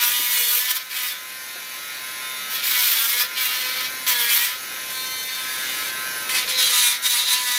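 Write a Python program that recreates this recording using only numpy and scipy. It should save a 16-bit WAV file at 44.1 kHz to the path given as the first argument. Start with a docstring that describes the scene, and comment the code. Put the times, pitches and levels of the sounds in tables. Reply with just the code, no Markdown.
"""A small handheld rotary tool, pressed in nine bursts against a steel gear assembly in a garage.
The motor whirs on whole and half shaft orders, with air noise and a rotor-slot whine. Contact slows the
shaft, rings the part on whole orders and tears off chips: bright grit that pulses once a turn.
Single orders sing on resonances. Two soft bench knocks, quiet room tone, a short reverb; mono."""
import sys
import numpy as np
from scipy import signal
from scipy.fft import rfft, irfft, next_fast_len
from scipy.io import wavfile
from scipy.ndimage import uniform_filter1d, map_coordinates

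SR = 44100
rng = np.random.default_rng(int(sys.argv[2]) if len(sys.argv) > 2 else 0)


def pcm_store(signal):
    """Save signal as 16-bit PCM."""
    levels = np.round(np.clip(np.atleast_2d(signal), -1, 1) * 32767)
    wavfile.write(sys.argv[1], SR, levels.astype(np.int16).T)


N = 334278
IDLE_HZ = 259.8

# One list per contact. Each row: time in seconds, shaft speed in Hz, part ring in dB, chips in dB.
CONTACTS = [
    [(0.0, 242, -23, -26), (0.04, 241.5, -21.5, -19), (0.072, 241.9, -25.5, -22), (0.229, 244.5, -28, -24),
     (0.284, 242.7, -29, -26), (0.332, 245, -25.5, -21.5), (0.46, 241.2, -28, -21),
     (0.57, 244.5, -26.5, -21.5), (0.62, 248.9, -28, -24.5), (0.693, 252.5, -26.5, -28),
     (0.713, 251.7, -22, -18), (0.733, 253.5, -33, -34), (0.768, 254.8, -25.5, -24), (0.79, 256, -33, -42),
     (0.84, 257.8, -36, -46)],
    [(0.9, 256, -34, -38), (0.965, 253.5, -29, -29), (1.05, 248.2, -29, -28), (1.11, 247.5, -29, -31),
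     (1.19, 255, -45, -52)],
    [(2.5, 258.2, -38, -34), (2.555, 260.5, -27, -29), (2.62, 256.8, -32.5, -38),
     (2.645, 256.7, -26.5, -24), (2.76, 249.2, -23.5, -23), (2.83, 247, -23, -20),
     (2.88, 238.5, -23, -20.5), (2.95, 225.3, -23.5, -22.5), (3.05, 230.6, -26, -21.5),
     (3.16, 243, -25.5, -24.5), (3.215, 245.2, -20.5, -19.5), (3.28, 254.7, -40, -50)],
    [(3.35, 257.6, -39, -46), (3.377, 257.5, -26.5, -30), (3.457, 252.8, -27, -24.5),
     (3.5, 251.2, -27.5, -30), (3.78, 256.6, -28.5, -33.5), (3.86, 253.8, -28, -33),
     (3.92, 259.7, -46, -57)],
    [(4.065, 258.3, -23, -28), (4.085, 254.3, -22, -18.5), (4.13, 244.5, -23, -23.5),
     (4.171, 241.8, -27.5, -28), (4.2, 239.2, -24, -22), (4.28, 236, -28, -27.5), (4.31, 235.2, -21, -18.5),
     (4.4, 236.5, -24, -22.5), (4.45, 244, -24.5, -22), (4.58, 258, -37, -45)],
    [(4.9, 259.4, -36, -34.5), (5.26, 257.5, -45, -40), (5.29, 257.7, -32.5, -38.5),
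     (5.757, 259.3, -35.5, -33.5), (5.88, 259.6, -32, -34), (5.92, 259.8, -33, -44)],
    [(6.292, 257.5, -24, -28), (6.306, 257.7, -24.5, -28), (6.331, 257.2, -27, -28),
     (6.366, 256.2, -19.5, -25.5), (6.41, 252.7, -25, -30), (6.46, 254.2, -32, -52)],
    [(6.475, 254.3, -26, -42), (6.495, 255.1, -23.5, -24.5), (6.554, 257.6, -29, -40),
     (6.59, 253.6, -21.5, -23.5), (6.67, 250, -22.5, -24), (6.71, 245.6, -21.5, -24),
     (6.775, 247.2, -20.5, -20), (6.88, 240.3, -23.5, -19.5), (6.94, 243, -25.5, -28.5),
     (6.99, 248.3, -38, -41)],
    [(7.02, 252.7, -37.5, -34), (7.059, 250.4, -21, -22), (7.089, 247.1, -27.5, -24),
     (7.13, 241.1, -22, -22), (7.19, 241.2, -23, -24.5), (7.25, 250.3, -27, -31.5),
     (7.333, 248.5, -20.5, -19), (7.368, 251.4, -24.5, -30.5), (7.443, 248.5, -29, -29),
     (7.52, 245.5, -25.5, -27), (7.62, 247, -23, -26)],
]
# Background level: motor, whine and room tone dip at times and creep slowly back. 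Each row: time in seconds,
# level in dB, half-order trim in dB.
BACKGROUND_LEVELS = [(0, -31, -17), (.85, -35.5, -5), (1.3, -34, -2), (2.5, -31, 1.5), (2.75, -32, 0),
                     (3.3, -32, -1), (3.95, -30, -3.5), (4.5, -32.5, -2.5), (4.9, -29.5, -2),
                     (4.95, -30, -22), (5.25, -29.5, -18), (5.3, -31.5, -9), (5.7, -29, 2),
                     (6.4, -28.5, -4), (7.0, -33, 3.5), (7.58, -32, -12)]


def amp(db):
    """Decibels to gain."""
    return 10 ** (np.asarray(db) / 20)


def unit_rms(x):
    """Scale to rms 1."""
    return x / np.sqrt(np.mean(x ** 2) + 1e-20)


def curves(rows):
    """Per-sample curve of each column after the first, which is time in seconds."""
    times_s, *columns = np.transpose(rows)
    return [np.interp(np.arange(N) / SR, times_s, column) for column in columns]


def colour(x, spectrum):
    """Filter by (Hz, dB) points, -90 dB outside them, then scale to rms 1."""
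    size = next_fast_len(N)
    hz, db = np.transpose(spectrum)
    bins_hz = np.fft.rfftfreq(size, 1 / SR)
    gain = amp(np.interp(np.log(bins_hz + 1), np.log(hz), db, -90, -90))
    return unit_rms(irfft(rfft(x, size) * gain, size)[:N])


def wander(smooth_s):
    """Smooth random curve, rms 1."""
    width = max(int(smooth_s * SR), 2)
    return unit_rms(uniform_filter1d(uniform_filter1d(rng.standard_normal(N), width), width))


def repeating(cycles, gains, hold, drift, size=1024):
    """Cyclic wave with these harmonic gains; power share `drift` is renewed every `hold` cycles."""
    fresh = rng.standard_normal((2100, len(gains), 2)) @ [1, 1j] / np.sqrt(2)
    steady = np.exp(2j * np.pi * rng.random(len(gains)))
    harmonics = gains * (np.sqrt(1 - drift) * steady + np.sqrt(drift) * fresh)
    waves = irfft(np.pad(harmonics, ((0, 0), (1, 0))), size, axis=1)
    waves = np.concatenate([waves, waves[:, :1]], axis=1)
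    return unit_rms(map_coordinates(waves, [cycles / hold, cycles % 1 * size], order=1))


def pulsing_noise(turns, depth_db, grain_db):
    """Grainy noise that swells once a turn."""
    swell_db = depth_db * (np.cos(2 * np.pi * turns) + .28 * np.cos(4 * np.pi * turns))
    return rng.standard_normal(N) * amp(swell_db + grain_db * wander(.001))


def follow_background_db(offset_db, slope):
    """Background level, offset, with its swings scaled by `slope`."""
    level_db = curves(BACKGROUND_LEVELS)[0]
    return level_db.mean() + offset_db + slope * (level_db - level_db.mean())


def touching(contact):
    """1 while the bit is on the part: quick landing, softer lift."""
    start_s, end_s = contact[0][0], contact[-1][0]
    return curves([(start_s, 0), (start_s + .0013, 1), (end_s - .015, 1), (end_s, 0)])[0]


def shaft_turns(spin_up_s=.13):
    """Turns so far. Contact drags the speed down; longer pauses let it regain idle."""
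    speed_points = []
    for contact, following in zip(CONTACTS, CONTACTS[1:] + CONTACTS[:1]):
        speed_points += [row[:2] for row in contact]
        lift_s = contact[-1][0]
        if following[0][0] - lift_s > 2 * spin_up_s:
            speed_points.append((lift_s + spin_up_s, IDLE_HZ))
    return np.cumsum(curves(speed_points)[0]) / SR


def motor(turns):
    """Whole orders from unbalance, half orders from a bearing rattling every second turn, and air."""
    # Housing tones. Each row: multiple of half the shaft speed, relative level in dB.
    orders = [(8, -5), (9, -20), (10, -3), (11, -2), (12, -3), (13, -5), (14, -4), (15, -4), (16, -1),
              (17, -2), (18, -3), (19, -2), (20, -5), (21, -12), (22, -8), (23, -4), (24, -13), (25, -9),
              (26, -6), (27, -10), (28, -3), (29, -3), (30, -6), (31, -3), (32, -8), (33, -6), (34, -10),
              (35, -6), (36, -12), (37, -11), (38, -16), (39, -13), (40, -8)]
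    # Noise spectra. Each row: frequency in Hz, relative level in dB.
    rattle_spectrum = [(5100, -38), (5400, -1.5), (6500, -1), (7500, -9), (9700, -5.5), (10600, -3.5),
                       (14500, 0.5), (15800, -20)]  # fine rattle above the tones
    air_spectrum = [(500, -9.5), (1200, -6), (1700, 1), (2250, 1), (2650, -2.5), (3200, -5), (3900, -1),
                    (4800, -6.5), (6000, -7), (7500, -42.5), (13500, -55.5), (15800, -81)]  # fan and brushes
    level_db, half_db = curves(BACKGROUND_LEVELS)
    multiples, order_db = np.transpose(orders)
    gains = np.pad(amp(order_db), (int(multiples[0]) - 1, 0))  # the small housing radiates nothing lower
    odd = np.arange(1, len(gains) + 1) % 2
    whole = repeating(turns / 2, gains * (1 - odd), hold=11, drift=.4)
    half = repeating(turns / 2, gains * odd, hold=6, drift=.4)
    jitter = .0015 * wander(.008)  # smears the highest orders
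    rattle = colour(repeating(turns / 2 + jitter, np.ones(125), hold=3, drift=1), rattle_spectrum)
    air = colour(pulsing_noise(turns, depth_db=2.5, grain_db=-1.5), air_spectrum)
    air_db = .13 * half_db - 7  # thins with the half orders as the bearing steadies
    mix = amp(-6) * whole + amp(half_db - 5.5) * half + amp(-5) * rattle + amp(air_db) * air
    return amp(level_db) * mix


def slot_whine(turns, order=39, touched_gain=.53, slack_hz=2.1, fade_db_per_hz=2):
    """Rotor-slot tone. Drops on contact and fades as the shaft is dragged below idle."""
    in_contact = sum(map(touching, CONTACTS))
    duck = uniform_filter1d(1 - (1 - touched_gain) * in_contact, int(.08 * SR))
    drag_hz = np.maximum(IDLE_HZ - slack_hz - np.gradient(turns) * SR, 0)
    level_db = follow_background_db(offset_db=-11.5, slope=1.37) - fade_db_per_hz * drag_hz
    phase = 2 * np.pi * order * (turns + .003 * wander(.02))
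    return np.sqrt(2) * duck * amp(level_db) * np.cos(phase)


def singing_orders(turns):
    """Single shaft orders sing with a slight waver, under load or while on a resonance."""
    # Tones in contact only. Each row: start and end in seconds, order, level in dB re the part ring.
    loaded = [(0, 7.65, 4, -20.5), (6.52, 7.6, 15, -8), (6.52, 7.36, 16, -9.5)]
    # Tones on a resonance. Each row: start and end in seconds, order, level in dB.
    resonant = [(0, 0.46, 13, -41), (0, 0.6, 15, -37.5), (0, 0.63, 12, -38.5), (0.17, 0.612, 8, -38.5),
                (0.31, 0.46, 9, -35.5), (0.299, 0.6, 18, -37), (0.35, 0.54, 14, -33), (0.33, 0.65, 2, -52),
                (1.199, 2.5, 4, -58), (2.661, 2.82, 9, -33.5), (3.121, 3.297, 2, -51),
                (3.33, 3.502, 16, -34), (3.34, 3.643, 11, -36), (3.45, 3.869, 17, -38),
                (3.47, 4.074, 6, -41), (3.399, 4.04, 5, -43), (3.57, 3.863, 2, -49.5),
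                (4.058, 4.14, 13, -37), (4.06, 4.34, 7, -37.5), (4.1, 4.32, 2, -49.5),
                (4.114, 4.375, 14, -31.5), (4.172, 4.498, 10, -34), (4.601, 6.021, 4, -52.5),
                (4.68, 5.8, 6, -42.5), (5.8, 6.339, 6, -36.5), (4.7, 6.299, 36, -54), (7.08, 7.22, 16, -32),
                (3.397, 4.5, 1, -60), (4.9, 5.852, 14, -38.5), (4.93, 5.85, 24, -46),
                (4.879, 5.449, 17, -38.5), (4.89, 5.3, 16, -37.5), (4.928, 5.28, 23, -46),
                (5.028, 5.276, 12, -42), (4.93, 5.281, 7, -51), (4.93, 5.301, 15, -43.5),
                (2.2, 2.549, 14, -41), (5.301, 6.32, 6.5, -40), (5.398, 5.81, 8, -38),
                (6.37, 6.779, 2, -46), (6.54, 6.72, 13, -33), (6.542, 6.717, 16, -27.5),
                (6.822, 6.93, 10, -29.5), (7.289, 7.65, 4, -43), (7.398, 7.648, 7, -36),
                (7.434, 7.647, 8, -33)]
    t = np.arange(N) / SR
    turns = turns + .0085 * wander(.03)  # slightly uneven rotation
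    waver = amp(2.1 * wander(.02))
    ring_gain = sum(touching(contact) * amp(curves(contact)[1]) for contact in CONTACTS)

    def tone(order):
        own_waver = np.roll(waver, 9000 * round(order))
        return np.sqrt(2) * own_waver * np.cos(2 * np.pi * order * turns)

    out = np.zeros(N)
    for start_s, end_s, order, db in loaded:
        out += amp(db) * ring_gain * ((t > start_s) & (t < end_s)) * tone(order)
    for start_s, end_s, order, db in resonant:
        first, last = round(start_s * SR), round(end_s * SR)
        swell = signal.windows.tukey(last - first, .4)[:N - first]
        out[first:last] += amp(db) * swell * tone(order)[first:last]
    return out


def cutting(turns, squeal_from_s=6.52):
    """The bit meets the same bumps each turn (tones) and tears off chips (noise); both ring the part."""
    # Spectra. Each row: frequency in Hz, relative level in dB.
    lower_spectrum = [(350, -25), (600, -20), (807, -16.5), (968, -5.5), (1060, -5.5), (1690, 1.5),
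                      (2320, 5.5), (2660, 0.5), (3000, -4.5), (3900, -115), (6600, -120)]  # lower ring of the part
    upper_spectrum = [(1530, -68), (2600, -38.5), (2730, -27.5), (2890, 5), (3260, 12), (5520, 6.5),
                      (6000, -3.5), (7800, -35), (13200, -120)]  # upper ring
    grit_spectrum = [(5000, -97), (5800, 1), (7100, 0), (8400, 0.5), (10100, 4.5), (11400, 3), (12200, -53)]  # chips
    fizz_spectrum = [(11000, -22), (12100, 11.5), (13000, 6), (14000, 8), (15000, 7.5), (15900, -6)]  # finest chips
    squeal_spectrum = [(2600, -25), (3200, -7), (3600, -8), (3850, -2.5),
                       (4150, -7), (4500, -8), (5500, -12), (7000, -23)]
    # Spot worked in each contact. Each row: upper over lower ring in dB, fizz over grit in dB.
    spots = [(2.5, 3.5), (0, 3.5), (3.5, 4.5), (2, 3.5), (1.5, 3.5), (0.5, -1.5), (1, -5), (5, -4),
             (5.5, -3.5)]
    bumps = repeating(turns + .006 * wander(.006), np.ones(66), hold=10, drift=1)
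    chips = unit_rms(pulsing_noise(turns, depth_db=2.5, grain_db=.5))

    def band(spectrum, tonal):
        return np.sqrt(tonal) * colour(bumps, spectrum) + np.sqrt(1 - tonal) * colour(chips, spectrum)

    # Short waves lose their turn-to-turn likeness first.
    lower = band(lower_spectrum, tonal=.55)
    upper = band(upper_spectrum, tonal=.5)
    squeal = band(squeal_spectrum, tonal=.5)
    grit = band(grit_spectrum, tonal=.4)
    fizz = band(fizz_spectrum, tonal=.3)
    upper = np.where(np.arange(N) < squeal_from_s * SR, upper, squeal)  # bit moves to a squealing spot
    chatter = amp(.74 * wander(.0057))  # unsteady hand
    fizz = unit_rms(fizz * amp(1.25 * wander(.018)))  # comes in spurts
    out = np.zeros(N)
    for contact, (upper_db, fizz_db) in zip(CONTACTS, spots):
        _, ring_db, chips_db = curves(contact)
        ring = (lower + amp(upper_db) * upper) / np.hypot(1, amp(upper_db))
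        torn = (grit + amp(fizz_db) * fizz) / np.hypot(1, amp(fizz_db))
        out += touching(contact) * (amp(ring_db) * ring + amp(chips_db) * torn)
    return out * chatter


def room_tone():
    """Faint low noise that follows the background level."""
    # Room noise. Each row: frequency in Hz, relative level in dB.
    spectrum = [(15, -51), (25, -22), (179, -6.5), (450, -4), (522, -2), (817, -11), (880, -5),
                (1140, -8.5), (1940, -120)]
    level_db = follow_background_db(offset_db=-18.5, slope=1.8)
    return amp(level_db) * colour(rng.standard_normal(N), spectrum)


def garage_reverb(x, t60_s):
    """Diffuse tail: decaying noise of energy 1, starting after 6 ms."""
    t = np.arange(SR // 2) / SR
    tail = rng.standard_normal(len(t)) * amp(-60 * t / t60_s) * (t > .006)
    return signal.oaconvolve(x, tail / np.linalg.norm(tail))[:N]


def bench_knocks(attack_s=.006):
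    """Dull thuds on the bench: three damped inharmonic tones each."""
    # Each row: start in seconds, level in dB, middle tone in Hz, 60 dB decay time in seconds.
    knocks = [(0.19, -33.5, 368, 0.12), (1.554, -36, 517, 0.13)]
    out, t = np.zeros(N), np.arange(8000) / SR
    for start_s, db, hz, t60_s in knocks:
        modes_hz = hz * np.array([[.72], [1], [1.37]])
        envelope = amp(db - 60 * t / t60_s) * np.minimum(t / attack_s, 1)
        out[round(start_s * SR):][:len(t)] += envelope * np.sin(2 * np.pi * modes_hz * t).sum(0) / 2
    return out


def scene():
    """Tool, part and bench in the garage; two identical channels."""
    turns = shaft_turns()
    direct = motor(turns) + slot_whine(turns) + singing_orders(turns) + cutting(turns) + bench_knocks()
    mono = direct + room_tone() + amp(-14) * garage_reverb(direct, t60_s=.35)
    return np.array([mono, mono])


def record(dry):
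    """Low-pass at 15850 Hz."""
    lowpass = signal.firwin(511, 15850, window=("kaiser", 9), fs=SR)
    return signal.oaconvolve(dry, lowpass[None], "same")


dry = scene()
out = record(dry)
pcm_store(out)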